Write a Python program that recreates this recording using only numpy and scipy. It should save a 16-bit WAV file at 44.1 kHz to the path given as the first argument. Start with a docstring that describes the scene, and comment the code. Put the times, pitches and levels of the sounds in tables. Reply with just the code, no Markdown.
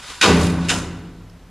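"""A sliding glass window rolls along its track and slams into the frame: a rattle of four contacts.
It slides again and bangs once more, lighter. Bangs are noise shaped by frame resonances and banded envelopes,
the bass building up later than the treble; slides are the same kind of noise, coloured by the track.
After each bang low modes of pane and room swell, beat and fade as decaying sines.
Two faint noise ticks follow. Quiet room tone runs throughout."""
import sys
import numpy as np
from scipy.fft import rfft, irfft, next_fast_len
from scipy.io import wavfile
from scipy.ndimage import map_coordinates

SR = 44100
rng = np.random.default_rng(int(sys.argv[2]) if len(sys.argv) > 2 else 0)


def put_to_file(sound):
    """Save the sound as 16-bit audio at rate SR, in the file named by the first command-line argument."""
    columns = np.atleast_2d(sound).T  # one column per channel
    safe = np.clip(columns, -1, 1)
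    whole_steps = np.round(safe * 32767)
    wavfile.write(sys.argv[1], SR, whole_steps.astype(np.int16))


N = 66150  # samples, 1.5 s


def amp(db):
    """Decibels to gain."""
    return 10 ** (np.asarray(db) / 20)


def unit(x):
    """Scale to rms 1."""
    return x / np.sqrt(np.mean(x ** 2) + 1e-20)


def along(points, hz):
    """Interpolate (f/Hz, value) points on a log frequency axis."""
    f, v = np.transpose(points)
    return np.interp(np.log(hz + 1), np.log(f + 1), v)


def since(start_s):
    """Seconds since a moment, zero before it."""
    return np.maximum(np.arange(N) / SR - start_s, 0)


def wobble(knots_per_s):
    """Smooth random curve through normally distributed knots."""
    knots = rng.standard_normal(1024)
    return map_coordinates(knots, [np.arange(N) * knots_per_s / SR], mode="wrap")


def filtered(x, response):
    """Multiply the spectrum of x by a response of frequency."""
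    m = next_fast_len(N + 8192)  # zero-padded against wrap-around
    hz = np.fft.rfftfreq(m, 1 / SR)
    return irfft(rfft(x, m) * response(hz), m)[..., :N]


# stereo width: f/Hz, side under mid/dB
WIDTH_DB = [(3900, -70), (4600, -7), (8000, -7), (12000, -4)]


def noise(colour, resonances=()):
    """Stereo noise of rms 1: colour plus resonant peaks or dips in dB; only the treble is wide."""
    def gains(hz):
        level_db = along(colour, hz)
        for centre_hz, width_hz, lift_db in resonances:
            level_db = level_db + lift_db / (1 + (2 * (hz - centre_hz) / width_hz) ** 2)
        mid_side = np.array([np.ones_like(hz), amp(along(WIDTH_DB, hz))])
        return amp(level_db) * mid_side

    mid, side = filtered(rng.standard_normal((2, N)), gains)
    return unit(np.array([mid + side, mid - side]))


def ring(t, build_s, t60_s, steep):
    """Envelope: swells over the build-up time, then decays exponentially."""
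    swell = 1 - np.exp(-(t / build_s) ** steep)
    return swell * amp(-60 * np.maximum(t - build_s, 0) / t60_s)


# build-up of the frame's ring, before the bang's slowness factor: f/Hz, time/s
BUILD_S = [(80, 0.11), (200, .05), (450, 0.025), (900, 0.031), (1600, 0.0053), (4000, 0.0032),
           (10000, 0.0024)]
# decay of the frame: f/Hz, t60/s
FRAME_T60_S = [(100, 0.47), (500, 0.53), (1000, 0.44), (2000, 0.13), (4000, 0.32), (10000, 0.39)]
# decay of the room: f/Hz, t60/s
ROOM_T60_S = [(100, 1.88), (400, 1.44), (1000, 1.36), (2500, 0.76), (5000, 0.78), (10000, 0.43)]
# room relative to the frame's ring, before the bang's room offset: f/Hz, level/dB
ROOM_LEVEL_DB = [(100, 6), (500, -9), (2000, -11.5), (5000, -12.5), (10000, -8.5)]
# sharp edge of each contact relative to the ring: f/Hz, level/dB
CRACK_LEVEL_DB = [(80, -20), (200, -1), (450, -25), (900, -4), (2000, -2.5), (10000, -0.5)]
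CRACK_BUILD_S, CRACK_T60_S = 0.0024, 0.039
ROOM_DELAY_S = 0.041  # added to the frame's build-up
RATTLE_DB, RATTLE_PER_S = 1.55, 260  # chatter of the loose pane: depth, knot rate
STEP = 16  # samples per envelope point
BANDS, BANDS_PER_OCTAVE, LOWEST_HZ = 13, 1.5, 50


def bang(contacts, colour, resonances, room_db, slowness):
    """Contacts crack and ring the frame's dense modes, treble first; the room holds each band longer."""
    spectrum = rfft(noise(colour, resonances))
    chatter = amp(RATTLE_DB * wobble(RATTLE_PER_S))[::STEP]
    bin_hz = np.fft.rfftfreq(N, 1 / SR)
    octave = np.log2(np.clip(bin_hz, LOWEST_HZ, 12800) / LOWEST_HZ)
    out = np.zeros((2, N))
    for k in range(BANDS):
        hz = LOWEST_HZ * 2 ** (k / BANDS_PER_OCTAVE)
        share = np.maximum(1 - abs(BANDS_PER_OCTAVE * octave - k), 0)  # triangular crossfade
        build_s = slowness * along(BUILD_S, hz)
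        crack_gain = amp(along(CRACK_LEVEL_DB, hz))
        room_gain = amp(room_db + along(ROOM_LEVEL_DB, hz))
        power = 0
        for start_s, db in contacts:
            t = since(start_s)[::STEP]
            crack = crack_gain * ring(t, CRACK_BUILD_S, CRACK_T60_S, steep=1.4)
            frame = chatter * ring(t, build_s, along(FRAME_T60_S, hz), steep=2.3)
            room = room_gain * ring(t, build_s + ROOM_DELAY_S, along(ROOM_T60_S, hz), steep=2.0)
            power = power + amp(db) ** 2 * ((crack + frame) ** 2 + room ** 2)
        envelope = np.repeat(np.sqrt(power), STEP)[:N]
        out += irfft(spectrum * share, N) * envelope
    return out


# frame resonances: f/Hz, width/Hz, lift in the slam/dB, lift in the lighter bang/dB
FRAME_MODES = [(575, 15, 7, -5), (622, 9.3, 3.5, -16), (713, 11, -2, 8.5), (756, 25, 5, 2), (979, 17, 4, 7),
               (1129, 10.6, 10.5, -13), (1380, 31, -4.5, 9.5), (1477, 34, 9, 1), (1516, 33, 5.5, 6),
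               (1965, 15, 9, 6.5), (2461, 24, 11, 8), (2730, 49, 4.5, 8.5), (2965, 130, -2.5, 7),
               (3620, 92, 3.5, 6.5), (3830, 29, 8.5, 3), (4890, 26, 9.5, -1), (5120, 55, -2, 6),
               (6850, 550, 4, 4)]
# sash contacts in the slam: t/s, level/dB
SLAM_CONTACTS = [(.2108, -11), (.2225, -11), (.231, -14.5), (.2405, -15)]
# slam spectrum: f/Hz, density/dB per Hz
SLAM_SPECTRUM = [(35, -23), (80, -10), (140, -6.5), (230, -3), (400, 2.5), (650, -2.5), (1100, 1),
                 (1500, -2), (2600, -0.5), (4600, -8), (6000, -12.5), (10500, -22.5), (12000, -37.5),
                 (14000, -32)]


def slam():
    """The sash hits the frame hard, in four contacts."""
    resonances = [(hz, width, lift) for hz, width, lift, _ in FRAME_MODES]
    return bang(SLAM_CONTACTS, SLAM_SPECTRUM, resonances, room_db=1.27, slowness=0.93)


# sash contacts in the lighter bang: t/s, level/dB
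REBANG_CONTACTS = [(.684, -24), (.690, -19), (.696, -21.5), (.704, -21.5), (.718, -30.5)]
# lighter bang's spectrum: f/Hz, density/dB per Hz
REBANG_SPECTRUM = [(40, -23), (90, -0.5), (200, -2.5), (350, 5.5), (750, -2.5), (1400, 2), (2000, 3),
                   (3000, 1), (4400, -4), (7000, -5), (10700, -13.5), (12500, -27.5), (14000, -52)]


def rebang():
    """A lighter bang of five contacts: quicker build-up, less room."""
    resonances = [(hz, width, lift) for hz, width, _, lift in FRAME_MODES]
    return bang(REBANG_CONTACTS, REBANG_SPECTRUM, resonances, room_db=-4, slowness=0.71)


# low modes of pane and room:
# f/Hz, level in the slam/dB, level in the lighter bang/dB, t60/s, build-up/s, beat/Hz, beat depth/0-1
LOW_MODES = [(41.8, -38, -60, 9, 0.074, 3, 0), (79.7, -15.5, -32.5, 1.2, 0.091, 8.75, 0.36),
             (101.3, -24.5, -42, 2.14, 0.06, 3.69, 0.88), (170.4, -13, -36.5, 2, 0.1, 7.12, 0.27),
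             (200, -16.5, -32.5, 1.11, 0.057, 7.9, 0.11), (258.6, -18.5, -39.5, 1.84, 0.091, 7.59, 0.25),
             (312.8, -20.5, -41.5, 1.59, 0.028, 3.2, 0.18), (406.7, -18, -46, 0.83, 0.039, 9.9, 0.4),
             (434.4, -27.5, -40, 1, 0.042, 5.1, 0.14), (475.2, -27, -48, 1.18, 0.022, 4.6, 0.3)]
WAVER, WAVER_PER_S = 0.095, 15.62  # random drift of each mode: depth, knot rate


def hum():
    """Low modes swell after each bang, then waver as they fade; a second partial beats with each."""
    out = 0
    for hz, slam_db, rebang_db, t60_s, build_s, beat_hz, depth in LOW_MODES:
        drift = 1 + WAVER * (wobble(WAVER_PER_S) + 1j * wobble(WAVER_PER_S))
        for start_s, db in (SLAM_CONTACTS[0][0], slam_db), (REBANG_CONTACTS[0][0], rebang_db):
            t = since(start_s)
            beat = depth * np.exp(2j * np.pi * beat_hz * t)
            tone = np.imag((drift + beat) * np.exp(2j * np.pi * hz * t))
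            out = out + amp(db) * ring(t, build_s, t60_s, steep=3.1) * tone
    return out


# runs of the sash: t of the fastest point/s, rise/s, fall/s, peak level/dB, tilt/dB per octave
RUNS = [(.102, 0.084, 0.08, -33, -1.5), (0.448, 0.12, 0.053, -30, 2.5), (.65, 0.067, 0.15, -35, -3)]
# scrape spectrum before tilt: f/Hz, density/dB per Hz
TRACK_SPECTRUM = [(30, -15), (75, -2), (130, -9), (400, -12), (750, -11), (1000, -1), (2500, -4.5),
                  (3800, -1), (6000, -7), (10500, -11), (12000, -24.5), (14000, -28)]
SLIDE_FALL_DB = 7  # drop over one rise or fall time
SCRAPE_DB, SCRAPE_PER_S = 1.1, 148.9  # level flutter: depth, knot rate


def slides():
    """The sash scrapes along its track; level in dB rises and falls linearly about each peak."""
    t, out = np.arange(N) / SR, 0
    resonances = [(hz, width, (a + b) / 2) for hz, width, a, b in FRAME_MODES]
    for peak_s, rise_s, fall_s, db, tilt in RUNS:
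        colour = [(hz, level + tilt * np.log2(hz)) for hz, level in TRACK_SPECTRUM]
        away = np.maximum((peak_s - t) / rise_s, (t - peak_s) / fall_s)
        level_db = db - SLIDE_FALL_DB * away + SCRAPE_DB * wobble(SCRAPE_PER_S)
        out = out + amp(level_db) * noise(colour, resonances)
    return out


# small settling ticks: t/s, level/dB
SETTLING_TICKS = [(.992, -51), (1.297, -48.5)]
# tick spectrum: f/Hz, density/dB per Hz
TICK_SPECTRUM = [(500, -27.5), (2500, -3), (4300, -9), (5100, 5), (6200, -11), (14000, -15)]
TICK_BUILD_S, TICK_T60_S = 0.001, 0.033


def ticks():
    """Tiny noise bursts as the window settles."""
    envelope = sum(amp(db) * ring(since(start_s), TICK_BUILD_S, TICK_T60_S, steep=2)
                   for start_s, db in SETTLING_TICKS)
    return noise(TICK_SPECTRUM) * envelope


# room tone spectrum: f/Hz, density/dB per Hz
AIR_SPECTRUM = [(20, -12.5), (42, 7.5), (70, 6.5), (150, -2.5), (400, -6.5), (1200, -13), (4000, -21),
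                (10000, -31), (14000, -33.5)]
AIR_DB = -48.5  # rms


def room_tone():
    """Steady noise, strongest in the bass."""
    return amp(AIR_DB) * noise(AIR_SPECTRUM)


def scene():
    """Two bangs and their hum, slides and ticks over room tone."""
    return slam() + rebang() + hum() + slides() + ticks() + room_tone()


CEILING, TOP_HZ = 1, 13900  # full scale, band limit


def record(dry):
    """Round off the highest peaks, then cut everything above the band limit."""
    rounded = dry / (1 + np.abs(dry / CEILING) ** 6) ** (1 / 6)
    return filtered(rounded, lambda hz: hz < TOP_HZ)


dry = scene()
out = record(dry)
put_to_file(out)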